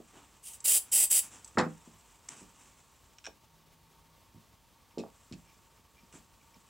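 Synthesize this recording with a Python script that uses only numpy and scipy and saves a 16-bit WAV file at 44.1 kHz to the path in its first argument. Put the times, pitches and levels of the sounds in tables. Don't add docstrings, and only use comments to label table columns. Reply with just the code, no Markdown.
import sys
import numpy as np
from scipy import signal
from scipy.fft import rfft, irfft, next_fast_len
from scipy.io import wavfile

SR = 44100
rng = np.random.default_rng(int(sys.argv[2]) if len(sys.argv) > 2 else 0)


def waveform_to_disk(signal):
    frames = np.transpose(np.atleast_2d(signal))
    scaled = np.clip(frames, -1, 1) * 32767
    samples = np.round(scaled).astype(np.int16)
    wavfile.write(sys.argv[1], SR, samples)


N = 295029
T = np.arange(N) / SR
FREQ = np.arange(N // 2 + 1) * SR / N + 1e-6

# (t/s, length/s, level/dB, lag of the reflection off the batten/ms, reflection strength 0-1)
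SPRAYS = [(0.432, .13, -50, 0.33, 0.4), (0.456, 0.036, -51, 0.33, 0.4), (0.648, 0.021, -23.5, 0.34, 0.08),
          (0.674, 0.11, -22.5, 0.33, 0.1), (0.922, 0.13, -22, 0.363, 0.25),
          (1.105, 0.095, -22.5, 0.37, 0.16)]
# (f/Hz, relative level/dB)
JET_SPECTRUM = [(100, -39), (350, -25.5), (700, -21), (1100, -28.5), (2000, -21), (3000, -14), (4200, -19),
                (6500, -13), (7400, -1.5), (8200, -2.5), (9000, -6), (10300, -1.5), (11500, -10),
                (15800, -9)]
# (f/Hz, width/Hz, level above the hiss/dB)
NOZZLE_WHISTLES = [(4800, 380, 5.5), (6000, 83, 4), (7180, 50, 4.5), (7660, 21, -0.5), (8060, 30, -0.5),
                   (8420, 55, 3.5), (8100, 50, 8), (9400, 22, 0), (8980, 37, 0), (9300, 30, 5),
                   (10300, 25, 0), (10400, 21, 5), (10530, 25, 0.5)]


def spray(attack_s=0.017, close_t60=0.075, flutter_db=1.14, scatter=0.13, lead_s=0.0071, dull_hz=9500,
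          half_open_db=-40):
    whistles = abs(peaks(NOZZLE_WHISTLES))
    jet = filtered(noise(), slope(JET_SPECTRUM) * np.sqrt(1 + whistles ** 2))
    lags = rng.uniform(.001, .014, 14)
    treble = jet - lowpass(jet, 2500, order=1)
    jet = jet + scatter * sum(np.roll(treble, int(lag * SR)) for lag in lags)
    flutter = undb(flutter_db * unit(lowpass(noise(), 150)))
    jet = unit(jet) * flutter
    out, t = np.zeros(N), T[:SR // 2]
    hz = np.arange(len(t) // 2 + 1) * SR / len(t)
    for at, length, db, lag_ms, reflection in SPRAYS:
        hiss = jet[int(at * SR):][:len(t)]
        if db < half_open_db:
            hiss = lowpass(hiss, dull_hz, order=1)
        delay = np.exp(-2j * np.pi * hz * lag_ms / 1000)
        echo = irfft(rfft(hiss) * delay, len(t))
        valve = np.clip(t / attack_s, 0, 1) * fade(np.maximum(t - length, 0), close_t60)
        add(out, at - lead_s, undb(db) * valve * unit(hiss + reflection * echo))
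    return out


# (f/Hz, relative level/dB, t60/s)
CAN_MODES = [(497, 0, 0.187), (522, -3, 0.17), (579, -0.5, 0.18), (760, -20, .12), (783, 3.5, 0.073),
             (882, -2, 0.096), (1002, 2.5, 0.096), (1096, -5, 0.088), (1267, 7, 0.042), (1280, -11, 0.13),
             (1610, -9.5, 0.094), (1844, -10, 0.077)]
CAN_AT_S, CAN_DB, CAN_ROCKING_S, RIM_GAP_S = 1.573, -27.5, 0.049, .0105


def can():
    out = np.zeros(N)
    for at, db in rocking(CAN_AT_S, CAN_DB, CAN_ROCKING_S, RIM_GAP_S):
        clonk = body(CAN_MODES, dense_db=7.5, dense_t60=0.1, low_hz=444, high_hz=1800)
        add(out, at, undb(db) * clonk)
    return out


# (f/Hz, relative level/dB, t60/s)
BOARD_MODES = [(104.7, -11.5, 0.69), (161.5, 3.5, 0.27), (183, -9, 0.42), (208.5, 0.5, 0.22),
               (240.2, 4, 0.13), (293.8, -4, 0.26), (328, 1, 0.1), (371.5, -6, 0.18), (426, -11.5, 0.21),
               (483, -4, 0.16), (530.6, -4, 0.19), (623, 3, 0.15), (683, 6, 0.058)]
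BOARD_PAN_DB, PAN_SCATTER_DB = -1, 1.5


def boards(ring_db=-1, held_from_s=2.2, held_db=-6, thump_cycles=6, spread=2.01):
    ring = body(BOARD_MODES, dense_db=2.5, dense_t60=0.065, low_hz=172, high_hz=1170)
    out, t, start = np.zeros((2, N)), T[:len(ring)], SR // 50
    for at, db, hz in knocks():
        pan_db = BOARD_PAN_DB + PAN_SCATTER_DB * rng.standard_normal()
        band = signal.butter(2, [hz / spread, hz * spread], "bandpass", fs=SR, output="sos")
        thump = signal.sosfilt(band, np.sin(2 * np.pi * hz * t) * fade(t, thump_cycles / hz))
        modes = signal.sosfilt(band, ring)
        hand_db = held_db * (at > held_from_s)
        modes_gain = undb(ring_db + hand_db) / np.std(modes[:start])
        blow = thump / np.std(thump[:start]) + modes_gain * modes
        blow = blow / np.std(blow[:start])
        for ear, sign in zip(out, (1, -1)):
            add(ear, at, undb(db + sign * pan_db / 2) * blow)
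    return out


# (t/s, level/dB, f of the first thump/Hz, rocking time/s)
LANDINGS = [(.001, -51, 380, 0.003), (1.554, -52, 165, .004), (1.576, -30, 302, 0.05),
            (1.664, -36.5, 260, 0.0049), (1.874, -52.5, 235, 0.0052), (2.416, -55.5, 313, 0.039),
            (3.273, -51, 676, 0.021), (4.345, -58.5, 198, 0.047), (4.975, -38.5, 414, 0.046),
            (5.037, -48, 720, 0.029), (5.313, -46.5, 235, 0.048), (6.138, -58.5, 268, 0.034)]
BOARD_GAP_S = .0095
FAR_EDGE_PITCH = 0.67
NUDGE_DB, NUDGE_HZ = 1.5, 195


def knocks():
    blows = []
    for at, first_db, hz, length in LANDINGS:
        for k, (s, db) in enumerate(rocking(at, first_db, length, BOARD_GAP_S)):
            blows.append((s, db, hz * FAR_EDGE_PITCH ** (k % 2)))
    bumps = [(at + length, db + NUDGE_DB, NUDGE_HZ) for at, length, db in SQUEAKS]
    return blows + bumps


# (t/s, level/dB, contact length as t60/s)
NUT_TICKS = [(3.184, -49.5, 0.025), (3.242, -52.5, 0.017), (3.2475, -48, .012), (3.2545, -43.5, 0.025),
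             (3.265, -39, 0.042)]
# (f/Hz, width/Hz, relative level/dB)
NUT_RESONANCES = [(1645, 190, 3.5), (2470, 220, 2), (2940, 1050, 3), (5500, 410, 6.5), (6800, 190, -6),
                  (7460, 200, -3)]


def nut():
    return ticks(NUT_TICKS, NUT_RESONANCES, top_hz=7960)


# (t/s, level/dB, contact length as t60/s)
ROD_TICKS = [(2.2872, -42.5, 0.0047), (2.2897, -40.5, 0.0058), (5.101, -62, 0.009), (6.126, -56, 0.034),
             (6.178, -65, 0.0083)]
# (f/Hz, width/Hz, relative level/dB)
ROD_RESONANCES = [(1295, 240, -10.5), (2500, 740, 1.5), (6120, 2100, -3.5), (7380, 810, -1)]


def rod():
    return ticks(ROD_TICKS, ROD_RESONANCES, top_hz=9000)


# (t/s, level/dB, rattling time/s)
RATTLES = [(1.584, -33.5, 0.025), (4.983, -49, 0.028), (5.325, -50.5, 0.019)]
# (f/Hz, width/Hz, relative level/dB)
RATTLE_RESONANCES = [(2590, 61, 4), (2950, 1300, -4.5), (4060, 760, -2.5), (5150, 710, -6.5),
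                     (7000, 290, -3)]


def washers(hop_gap_s=0.0046):
    hops = []
    for at, first_db, length in RATTLES:
        hops += [(s, db, .008) for s, db in rocking(at, first_db, length, hop_gap_s)]
    return ticks(hops, RATTLE_RESONANCES, top_hz=8500)


# (t/s, level/dB)
BUTTON_TICKS = [(.469, -46.5), (0.535, -44.5), (0.6035, -47), (1.445, -44), (1.477, -48.5)]
# (f/Hz, width/Hz, relative level/dB)
BUTTON_RESONANCES = [(6400, 1100, -18.5), (7800, 550, -10.5)]


def button():
    return ticks([(at, db, .035) for at, db in BUTTON_TICKS], BUTTON_RESONANCES, top_hz=9590)


# (t/s, length/s, hiss on the metal/dB, rub on the wood/dB)
STROKES = [(0.126, 0.16, -62.5, -58), (1.217, 0.094, -53, -66), (1.305, 0.12, -56.5, -61.5),
           (2.294, 0.078, -52, -55.5), (2.363, 0.11, -56.5, -63), (2.584, .15, -64.5, -68),
           (6.123, 0.09, -60, -62.5)]
# (t/s, length/s, level/dB)
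SQUEAKS = [(4.9, .04, -70), (5.44, 0.13, -68), (5.765, 0.03, -69), (5.962, 0.07, -63.5), (6.372, 0.11, -76),
           (6.531, 0.036, -63.5)]
# (t/s, level before the two offsets below/dB)
RUSTLE = [(0.0, -68), (0.41, -65.5), (1.45, -61.5), (1.58, -64), (2.21, -66), (2.56, -63), (2.76, -66.5),
          (3.71, -84), (4.96, -80), (5.21, -66.5), (5.83, -75.5), (6.3, -72.5), (6.68, -71)]
RUSTLE_DB, RUSTLE_WOOD_DB = -2.5, -2.5
# (f/Hz, width/Hz, relative level/dB)
SKIN_ON_WOOD = [(262, 67, 2), (460, 340, -3.5), (980, 550, 8), (1650, 230, -12), (2790, 980, -5)]
THREAD = [(2375, 110, 7.5), (2700, 180, -4), (5360, 180, -0.5)]
DRAG = [(172, 150, 0.5), (269, 110, 0.5)]
DRAG_DB = -3


def fingers(catch_db=2.0):
    metal, wood, turn = np.zeros((3, N))
    for at, length, metal_db, wood_db in STROKES:
        add(metal, at, undb(metal_db) * stroke(length, skew=0.58))
        add(wood, at, undb(wood_db) * stroke(length, skew=.6))
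    for at, length, db in SQUEAKS:
        add(turn, at, undb(db) * stroke(length, skew=0.75))
    drag = undb(DRAG_DB) * wood * rub(DRAG, grain_db=3, top_hz=600)
    rustle = undb(RUSTLE_DB + np.interp(T, *np.transpose(RUSTLE)))
    metal = np.hypot(metal, rustle)
    wood = np.hypot(wood, undb(RUSTLE_WOOD_DB) * rustle)
    grip = undb(catch_db * unit(lowpass(noise(), 19)))
    hiss = rub(ROD_RESONANCES, grain_db=1.5, top_hz=9200)
    hiss = unit(hiss - lowpass(hiss, 5500, order=1))
    wood_rub = rub(SKIN_ON_WOOD, grain_db=1.5, top_hz=4000)
    squeak = turn * rub(THREAD, grain_db=6, top_hz=6670)
    return grip * (metal * hiss + wood * wood_rub + drag) + squeak


def room(x, wet_db=-12, low_t60=0.25, high_t60=0.19, side_db=-5, side_top_hz=8500):
    t = T[:SR // 2]
    tails = []
    for _ in range(2):
        hiss = rng.standard_normal(len(t))
        low = lowpass(hiss, 1500, order=1)
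        tail = low * fade(t, low_t60) + (hiss - low) * fade(t, high_t60)
        tail = tail * np.clip(t / 0.0061, 0, 1)
        tails.append(signal.fftconvolve(x, tail / np.sqrt(np.sum(tail ** 2)))[:N])
    side = undb(side_db) * lowpass(tails[1], side_top_hz, order=3)
    return undb(wet_db) * (tails[0] + side * np.array([[1], [-1]]))


# (f/Hz, relative level/dB)
ROOM_SPECTRUM = [(24, -28.5), (48, 4.5), (80, -0.5), (150, -5.5), (300, -10.5), (600, -14), (1000, -18.5),
                 (1500, -19.5), (3000, -18), (6000, -21), (11000, -25.5), (16000, -24)]
# (f/Hz, width/Hz, level above the room tone/dB)
FAN_RESONANCES = [(923.5, 25, 17), (1106, 88, 11.5)]
# (f/Hz, side minus mid/dB)
SIDE_LEVEL = [(30, -17), (70, -10), (150, -9), (400, -10), (900, -12), (2000, -28.5), (7000, -13),
              (12000, -28.5)]


def room_tone(level_db=-63.5, waver_db=1.0):
    fan = abs(peaks(FAN_RESONANCES))
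    colour = undb(level_db) * unit(slope(ROOM_SPECTRUM) * np.sqrt(1 + fan ** 2))
    mid = filtered(noise(), colour)
    side = filtered(noise(), colour * slope(SIDE_LEVEL))
    waver = undb(waver_db * unit(lowpass(noise(), 18)))
    return (mid + side * np.array([[1], [-1]])) * waver


def hum(start=3.45, end=4.2, hz=160.0, db=-71):
    swell = np.clip(np.minimum(T - start, end - T) / 0.076, 0, 1)
    return undb(db) * swell * unit(np.sin(2 * np.pi * hz * T))


def body(modes, dense_db, dense_t60, low_hz, high_hz):
    t, start = T[:SR // 2], SR // 50
    ring = np.zeros(len(t))
    for k, (hz, db, t60) in enumerate(modes):
        ring += undb(db) * fade(t, t60) * np.sin(2 * np.pi * hz * t) * (-1) ** k
    crowd = lowpass(rng.standard_normal(len(t)), high_hz, order=6)
    crowd = unit(crowd - lowpass(crowd, low_hz, order=1)) * fade(t, dense_t60)
    ring = ring / np.std(ring[:start]) + undb(dense_db) * crowd
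    return ring / np.std(ring[:start])


def rocking(at, db, length, gap, count=10, gap_scatter=.25, settle_db=10.5):
    gaps = gap * np.exp(gap_scatter * rng.standard_normal(count))
    times = np.cumsum(gaps) - gaps
    return [(at + s, db - settle_db * min(s / length, 3) ** 2) for s in times]


def ticks(rows, resonances, top_hz):
    out, t = np.zeros(N), T[:SR // 10]
    for at, db, t60 in rows:
        burst = unit(rng.standard_normal(len(t)) * fade(t, t60)) / np.sqrt(len(t))
        add(out, at, undb(db) * np.sqrt(SR / 200) * burst)
    response = peaks(resonances)
    response = response / np.sqrt(np.mean(abs(response) ** 2))
    return lowpass(filtered(out, response), top_hz, order=6)


def rub(resonances, grain_db, top_hz):
    slips = noise() * undb(grain_db * unit(lowpass(noise(), 250)))
    return unit(lowpass(filtered(slips, peaks(resonances)), top_hz, order=6))


def stroke(length, skew):
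    return np.sin(np.pi * np.linspace(0, 1, int(length * SR)) ** skew)


def undb(db):
    return 10 ** (np.asarray(db) / 20)


def unit(x):
    return x / np.sqrt(np.mean(x ** 2))


def noise():
    return rng.standard_normal(N)


def filtered(x, response):
    size = next_fast_len(N + SR // 4)
    hz = np.arange(size // 2 + 1) * SR / size
    return irfft(rfft(x, size) * np.interp(hz, FREQ, response), size)[:N]


def slope(points):
    hz, db = np.transpose(points)
    return undb(np.interp(np.log(FREQ), np.log(hz), db))


def peaks(rows):
    return sum(undb(db) / (1 + 1j * (FREQ ** 2 - hz ** 2) / (FREQ * width)) for hz, width, db in rows)


def lowpass(x, hz, order=2):
    return signal.sosfilt(signal.butter(order, hz, fs=SR, output="sos"), x)


def fade(t, t60):
    return undb(-60 * t / t60)


def add(track, at, sound):
    i = int(at * SR)
    track[i:i + len(sound)] += sound[:N - i]


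def scene():
    near = spray() + can() + nut() + rod() + washers() + button() + fingers()
    near = near * undb(np.array([[-.25], [.25]]))
    direct = near + boards()
    return direct + room(direct.mean(axis=0)) + room_tone() + hum()


def record(dry, top_hz=15800):
    return signal.sosfilt(signal.ellip(12, .2, 80, top_hz, fs=SR, output="sos"), dry)


dry = scene()
out = record(dry)
waveform_to_disk(out)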